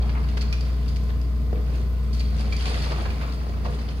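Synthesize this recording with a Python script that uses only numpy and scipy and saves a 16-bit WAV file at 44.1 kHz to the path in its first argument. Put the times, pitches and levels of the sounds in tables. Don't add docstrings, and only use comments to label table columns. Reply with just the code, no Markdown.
import sys
import numpy as np
from scipy import signal
from scipy.fft import rfft, irfft, next_fast_len
from scipy.io import wavfile
from scipy.ndimage import map_coordinates

SR = 44100
rng = np.random.default_rng(int(sys.argv[2]) if len(sys.argv) > 2 else 0)


def to_wav(sig):
    pcm = np.clip(np.atleast_2d(sig), -1, 1) * 32767
    pcm = np.round(pcm).astype(np.int16)
    wavfile.write(sys.argv[1], SR, pcm.T)


N = 176400

# multiple of the engine cycle (4 is the firing rate), relative level in dB.
EXHAUST_TONES = [(4, -0.5), (5, -25.5), (6, -33), (8, -19.5), (10, -28.5), (11, -26.5), (12, -27.5),
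                 (13, -37), (14, -22), (15, -28.5), (17, -36), (19, -27.5), (28, -31), (30, -36.5),
                 (34, -42), (42, -36.5), (46, -41.5), (50, -60), (68, -39.5), (70, -39), (98, -45)]
# time in seconds, gain in dB.
EXHAUST_LEVEL = [(0.0, -18.5), (0.04, -21), (0.32, -22), (2.09, -22.5), (2.16, -21), (3.39, -26.5),
                 (3.7, -25), (3.97, -28), (4.0, -22.5)]
RUMBLE_LEVEL = [(0, 0), (.3, 0), (1.5, -0.5), (2.6, 0.5), (3.25, 2.5), (3.6, 1), (4, -1.5)]
# pitch in Hz, level in dB.
FAN_TONES = [(142.6, -44), (228, -51.5), (448, -62.5), (484.5, -63), (511, -62.5), (1226, -74), (1949, -76),
             (2014, -71.5)]
# time in seconds, level in dB.
GRIT_FLOW = [(0, -51), (.18, -54.5), (.33, -52), (.45, -55), (.65, -51.5), (.85, -53.5), (1.05, -56),
             (1.25, -59), (1.65, -57), (1.74, -50.5), (1.88, -60.5), (2.1, -56), (2.17, -50), (2.33, -53),
             (2.4, -47), (2.51, -48), (2.66, -39), (2.88, -42), (3.1, -50.5), (3.3, -50), (3.45, -53.5),
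             (3.62, -54.5), (3.68, -50.5), (4, -53)]
LUMP_FLOW = [(0, -39), (.11, -48.5), (.17, -48), (.25, -50.5), (.42, -48), (.8, -53), (1.4, -63),
             (1.6, -57), (1.76, -46), (1.9, -61), (2.3, -53.5), (2.43, -44), (2.57, -48), (2.68, -42.5),
             (2.83, -41), (2.95, -37), (3.13, -43), (3.23, -44), (3.4, -47), (3.6, -49), (3.68, -53),
             (3.8, -47.5), (4, -51)]
# frequency in Hz, relative level in dB.
RUMBLE_SPECTRUM = [(20, -19), (36, -40), (48, -39), (58, -8.5), (88, 9.5), (108, -15.5), (130, -2),
                   (153, 5), (176, -12), (216, -2.5), (245, -10), (290, -13.5), (340, -47), (700, -42.5)]
CLATTER_SPECTRUM = [(150, -22), (300, 5), (450, 4.5), (560, -5), (690, 1.5), (860, -8), (1200, -2.5),
                    (1600, -11), (2300, -12), (4600, -20), (6000, -27), (9000, -32.5), (15000, -34)]
GRIT_SPECTRUM = [(400, -29), (1200, -0.5), (2300, 1), (3600, -1), (4700, -3.5), (5600, -7.5), (7000, -12.5),
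                 (10000, -9), (13000, -24), (16000, -41)]
LUMP_SPECTRUM = [(100, -20), (250, -3.5), (440, -2.5), (700, -4.5), (1200, -7), (2000, -16), (3500, -16.5),
                 (8000, -31), (15000, -46)]
SNAP_SPECTRUM = [(200, -16), (500, -2.5), (1200, 4.5), (2400, 4.5), (4700, 1.5), (5800, -5.5),
                 (8000, -10.5), (10000, -14.5), (12500, -20.5), (16000, -29)]
# start in seconds, level in dB, ring pitch in Hz, ring gain in dB,
# brightness in dB per octave, tearing time in seconds.
BOARD_SNAPS = [(.023, -43.5, 3200, -2, -9, .01), (0.093, -40, 2400, -8.5, -4.5, 0.008),
               (.286, -45, 2800, -6, -1.5, 0.013), (0.3707, -33.5, 3230, -20, -1.5, 0.0073),
               (0.41, -37.5, 4400, -3, 2, .012), (.526, -37.5, 2420, -1.5, 0.5, 0.0075),
               (.881, -44.5, 4780, -13, 5.5, .008), (.960, -44.5, 2400, -12, 3, .01),
               (1.091, -41, 2300, -18, -6, 0.015), (1.556, -46.5, 2280, -6, -9, 0.031),
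               (2.129, -48, 4500, -3, 7, 0.024), (2.195, -43.5, 4500, -0.5, 5, .012),
               (2.204, -44, 2420, 1, -7, 0.0028), (2.384, -44.5, 4000, -9, 1.5, .012),
               (2.524, -38.5, 2350, -2, -0.5, 0.0096), (2.608, -38, 3100, -22, 0.5, 0.016),
               (2.655, -35, 2400, -10, -1, 0.016), (2.742, -36.5, 2000, -6, -1, .006),
               (2.82, -41, 4400, -1.5, 5.5, 0.0057), (2.844, -37, 3200, -14, -3.5, 0.0072),
               (2.918, -35, 4800, -14, -3, 0.009), (3.008, -38.5, 3300, -8, -6, .006),
               (3.054, -35, 1700, -21, -5, 0.0083), (3.103, -43.5, 2400, -3, -2, .008),
               (3.21, -40, 2100, -13, -5.5, 0.028), (3.646, -42, 4100, -9, -2.5, 0.024),
               (3.787, -46, 2400, -16, 0, .008), (3.886, -41, 3100, -10, -3.5, .008)]
# multiple of its pitch, gain in dB.
BOARD_TONES = [(1, 2), (1.16, -6), (1.372, -4), (1.62, -8), (1.88, -7)]
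# start in seconds, level in
# dB, pitch in Hz, # brightness in dB per octave, length as a multiple of the usual.
HEAVY_KNOCKS = [(.371, -38.5, 440, 2, 0.41), (1.036, -43, 430, 11, 0.33), (1.529, -27.5, 445, -2.5, 0.42),
                (1.70, -43, 367, -7, 1.3), (2.678, -35, 442.5, -3, 1.3), (2.77, -56, 325, 5, 0.6),
                (2.912, -35, 415, -1, 1.1), (3.217, -39, 614, -2, 0.72), (3.467, -35, 466, 0, 0.34),
                (3.493, -40, 367, 2.5, 0.67), (3.648, -39, 586, -6, 0.84), (3.688, -35, 435, -14, 0.45)]
# multiple of the pitch, gain in dB, usual seconds to fade by 60 dB (t60).
TIMBER_TONES = [(.9, -2, .045), (1, -7, .34), (1.085, -9, .3), (1.32, -3, .06), (1.5, -1, .055),
                (2.29, -12, .05)]
# start in seconds, level in dB, pitch in Hz, t60 in seconds.
BUCKET_BUMP = (.119, -25, 80, .12)
# start in seconds, level in dB, seconds before it fades, pitch in Hz.
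TIMBER_SCRAPES = [(0.144, -42, 0.053, 1000), (0.149, -45.5, 0.034, 2030), (2.915, -38, 0.011, 790),
                  (3.650, -36, 0.01, 940), (3.654, -39, 0.023, 590), (3.68, -47, .018, 1130)]
# start in seconds, level in dB, pitch in Hz.
STONE_TICKS = [(.527, -35.5, 5560), (.609, -39.5, 4700), (1.214, -46, 4940), (1.814, -52, 7200),
               (2.148, -50, 4400), (2.566, -36.5, 4780), (2.68, -38, 4560), (3.323, -42, 4440),
               (3.34, -48, 8470)]
# time in seconds, gain in dB.
BUCKET_OPENING = [(0, -5), (.8, -2), (1.05, 0), (2.0, 0), (2.6, -3), (3.35, -4), (3.5, -25)]
ARM_OPENING = [(3.5, -37), (3.68, -4), (4, 5)]
# centre in Hz, width to each side in Hz, level in dB before the valve's gain.
BUCKET_BANDS = [(12360, 140, -67), (8180, 110, -71)]
ARM_BANDS = [(10000, 550, -69), (12800, 390, -74)]
# frequency in Hz, t60 in seconds.
PIT_DECAY = [(200, 0.98), (2000, 0.57), (5000, 0.71), (12000, 0.12)]
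# frequency in Hz, likeness from 0 (unrelated) to 1 (the same).
ENGINE_LIKENESS = [(60, 1), (150, 0.83), (280, 0.51), (500, 0.85), (1000, 0), (4000, 0), (12000, 0)]
DEBRIS_LIKENESS = [(200, 0.86), (500, 1), (1000, 0.64), (2000, 0.073), (4500, 0.41), (9000, 0.23)]
# frequency in Hz, gain in dB.
MIC_GAIN = [(3700, 0), (4100, 0), (4420, 5.5), (4900, 5), (5400, 1.5), (7100, 0.5), (7850, -6.5), (8500, 1),
            (9200, -2.5), (10500, -0.5), (11000, -2.5), (12000, -0.5)]
# frequency in Hz, left minus right in dB.
MIC_BALANCE = [(60, 1.9), (92, -11.5), (140, -1), (210, -6.5), (330, -3), (500, -2.5), (770, 1),
               (2400, -0.5), (6400, 0.5), (9000, -3.5), (15000, -3.5)]


def engine(cycle_hz=15.0, flicker=0.2, rumble_db=-38, clatter_db=-47.5):
    t = np.arange(N) / SR
    cycle = cycle_hz * t + 0.0078 * wobble(2.035)
    swell = level(EXHAUST_LEVEL)
    exhaust, fan = np.zeros((2, N))
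    for multiple, db in EXHAUST_TONES:
        gain = amp(db) * (1 + flicker * (multiple > 4) * wobble(7))
        gain *= swell if multiple < 9 else swell.mean()
        exhaust += gain * np.sin(2 * np.pi * (round(multiple) * cycle + rng.random()))
    for hz, db in FAN_TONES:
        gain = amp(db) * (1 + flicker * wobble(6.07))
        fan += gain * np.sin(2 * np.pi * (hz * t + 0.05 * wobble(4.9)))
    each_firing = 1 + 0.083 * np.cos(8 * np.pi * cycle)
    each_turn = 1 + 0.037 * np.cos(4 * np.pi * cycle)
    rumble = amp(rumble_db) * level(RUMBLE_LEVEL) * engine_noise(RUMBLE_SPECTRUM)
    clatter = amp(clatter_db) * unit(each_firing * each_turn) * engine_noise(CLATTER_SPECTRUM)
    return np.sqrt(2) * (exhaust + fan) + rumble + clatter


def rubble(shards_db=-5, dust_db=1.5, clump_db=1.7):
    grit = grains(GRIT_SPECTRUM, centre_hz=2304, ring_cycles=5.7, size_db=3.0, count=4500)
    shards = grains(GRIT_SPECTRUM, centre_hz=1050, ring_cycles=16, size_db=1.5, count=1200)
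    dust = unit(shaped(rng.standard_normal((2, N)), GRIT_SPECTRUM))
    lumps = grains(LUMP_SPECTRUM, centre_hz=694, ring_cycles=8.9, size_db=-1.0, count=3500)
    small_bits = unit(grit + amp(shards_db) * shards + amp(dust_db) * dust)
    trickle = small_bits * level(GRIT_FLOW) * amp(clump_db * wobble(45))
    tumble = lumps * level(LUMP_FLOW) * amp(clump_db * wobble(29.65))
    return trickle + tumble


def snaps(attack_s=0.00045, uneven_db=2.0, tear_t60=.06, ring_t60=.065):
    out, t = np.zeros((2, N)), np.arange(SR // 2) / SR
    for start, db, pitch, ring_db, tilt, tear_s in BOARD_SNAPS:
        resonances = uneven_db * rng.standard_normal(256)
        burst = short_noise(SNAP_SPECTRUM, tilt)
        burst = unit(filtered(burst, lambda hz: amp(smooth(resonances, hz / 170))))
        burst = burst * ragged(t) * fade(t, tear_t60, hold_s=tear_s)
        tones = sum(amp(tone_db + along(SNAP_SPECTRUM, pitch * ratio))
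                    * clank(pitch * ratio, ring_t60 / ratio, t) for ratio, tone_db in BOARD_TONES)
        add(out, start, amp(db) * rise(t, attack_s) * (burst + amp(ring_db) * tones))
    return out


def knocks(attack_s=0.00048, thud_db=-4, thud_t60=.09):
    out, t = np.zeros((2, N)), np.arange(SR // 2) / SR
    for start, db, hz, tilt, length in HEAVY_KNOCKS:
        tones = sum(amp(tone_db + tilt * np.log2(ratio)) * fade(t, t60 * length)
                    * np.sin(2 * np.pi * hz * ratio * t) for ratio, tone_db, t60 in TIMBER_TONES)
        thud = amp(thud_db) * short_noise(LUMP_SPECTRUM, tilt) * fade(t, thud_t60 * length)
        add(out, start, amp(db) * rise(t, attack_s) * (np.sqrt(2) * tones + thud))
    start, db, hz, t60 = BUCKET_BUMP
    add(out, start, amp(db) * rise(t, 1 / hz) ** 2 * ring(hz, t60, t))
    return out


def scrapes(attack_s=0.0016, octaves=0.5, t60=0.033):
    out, t = np.zeros((2, N)), np.arange(SR // 2) / SR
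    for start, db, hold_s, pitch in TIMBER_SCRAPES:
        white = rng.standard_normal((2, len(t)))
        rasp = unit(filtered(white, lambda hz: 1 / (1 + (np.log2((hz + 1) / pitch) / octaves) ** 4)))
        add(out, start, amp(db) * rasp * ragged(t) * rise(t, attack_s) * fade(t, t60, hold_s))
    return out


def ticks(crack_db=-1, ring_db=-3, t60=0.033):
    out, t = np.zeros((2, N)), np.arange(SR // 2) / SR
    for start, db, hz in STONE_TICKS:
        crack = amp(crack_db) * short_noise(SNAP_SPECTRUM, tilt_db=6) * fade(t, t60)
        add(out, start, amp(db) * (crack + amp(ring_db) * clank(hz, t60, t)))
    return out


def hydraulics(flutter_db=2):
    out = np.zeros((2, N))
    for opening, bands in ((BUCKET_OPENING, BUCKET_BANDS), (ARM_OPENING, ARM_BANDS)):
        for centre, width, db in bands:
            white = rng.standard_normal((2, N))
            hiss = unit(filtered(white, lambda hz: 1 / (1 + ((hz - centre) / width) ** 2)))
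            out += hiss * amp(db + flutter_db * wobble(8.83)) * level(opening)
    return out


def pit_echo(sound, delay_s=.012):
    hz, t, bands = signal.stft(rng.standard_normal((2, SR)), SR, nperseg=256)
    tail = signal.istft(bands * fade(t, along(PIT_DECAY, hz)[:, None]), SR, nperseg=256)[1]
    tail = np.pad(tail / np.linalg.norm(tail[0]), ((0, 0), (int(delay_s * SR), 0)))
    return signal.fftconvolve(sound, tail, axes=1)[:, :N]


def grains(spectrum, centre_hz, ring_cycles, size_db, count):
    when, pitch, size, *phases = rng.random((count, 5)).T[:, :, None]
    t = np.arange(900) / SR
    hz = np.clip(centre_hz * 2 ** (4 * pitch - 2), 50, SR / 2.5)
    strength = amp(-size_db * np.log(np.maximum(size, .02))) * hz
    envelope = strength * np.exp(-t * hz / ring_cycles) * (1 - t / t[-1])
    samples = ((when * N).astype(int) + np.arange(len(t))).ravel()
    pings = (envelope * np.sin(2 * np.pi * (hz * t + phase)) for phase in phases)
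    pair = np.array([np.bincount(samples, side.ravel(), N)[:N] for side in pings])
    return unit(shaped(pair, spectrum))


def ring(hz, t60, t):
    return np.sqrt(2) * np.sin(2 * np.pi * (hz * t + rng.random((2, 1)))) * fade(t, t60)


def clank(hz, t60, t, count=6, detune=.03):
    pitches = hz * (1 + detune * rng.uniform(-1, 1, count))
    return sum(ring(pitch, t60, t) for pitch in pitches) / np.sqrt(count)


def ragged(t, rate=400, depth_db=2.2):
    return unit(amp(depth_db * smooth(rng.standard_normal(512), t * rate)))


def engine_noise(spectrum):
    return unit(spread(shaped(rng.standard_normal((2, N)), spectrum), ENGINE_LIKENESS))


def short_noise(spectrum, tilt_db):
    gain = lambda hz: amp(along(spectrum, hz) + tilt_db * np.log2(np.clip(hz, 300, 8000)))
    return unit(filtered(rng.standard_normal((2, SR // 2)), gain))


def spread(pair, likeness):
    angle = lambda hz: np.arccos(np.clip(along(likeness, hz), -1, 1)) / 2
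    mid, side = filtered(pair, lambda hz: np.array([np.cos(angle(hz)), np.sin(angle(hz))]))
    return np.array([mid + side, mid - side])


def filtered(x, response):
    n = x.shape[-1]
    padded = next_fast_len(n + 8192)
    return irfft(rfft(x, padded) * response(np.fft.rfftfreq(padded, 1 / SR)), padded)[..., :n]


def shaped(x, spectrum):
    return filtered(x, lambda hz: amp(along(spectrum, hz)))


def amp(db):
    return 10 ** (np.asarray(db) / 20)


def unit(x):
    return x / np.sqrt(np.mean(x ** 2) + 1e-20)


def rise(t, attack_s):
    return 1 - np.exp(-t / attack_s)


def fade(t, t60, hold_s=0):
    return amp(-60 * np.maximum(t - hold_s, 0) / t60)


def along(rows, hz):
    row_hz, values = np.transpose(rows)
    return np.interp(np.log(hz + 1), np.log(row_hz + 1), values)


def level(rows):
    return amp(np.interp(np.arange(N) / SR, *np.transpose(rows)))


def smooth(values, positions):
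    return map_coordinates(values, [positions], mode="wrap")


def wobble(rate):
    coarse = np.linspace(0, N, 2000)
    return np.interp(np.arange(N), coarse, smooth(rng.standard_normal(1024), coarse * rate / SR + 2))


def add(track, start_s, sound):
    part = track[:, max(0, round(start_s * SR)):][:, :sound.shape[1]]
    part += sound[:, :part.shape[1]]


def scene(echo_db=-7.5, right_lead_s=.000272):
    debris = rubble() + snaps() + scrapes() + ticks() + knocks()
    debris = spread(debris + amp(echo_db) * pit_echo(debris), DEBRIS_LIKENESS)
    delays = right_lead_s * np.array([[.5], [-.5]])
    debris = filtered(debris, lambda hz: np.exp(-2j * np.pi * hz * delays))
    return engine() + hydraulics() + debris


def record(dry, top_hz=15800):
    sides = np.array([[.5], [-.5]])
    gain = lambda hz: amp(along(MIC_GAIN, hz) + sides * along(MIC_BALANCE, hz)) * (hz < top_hz)
    return filtered(dry, gain)


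dry = scene()
out = record(dry)
to_wav(out)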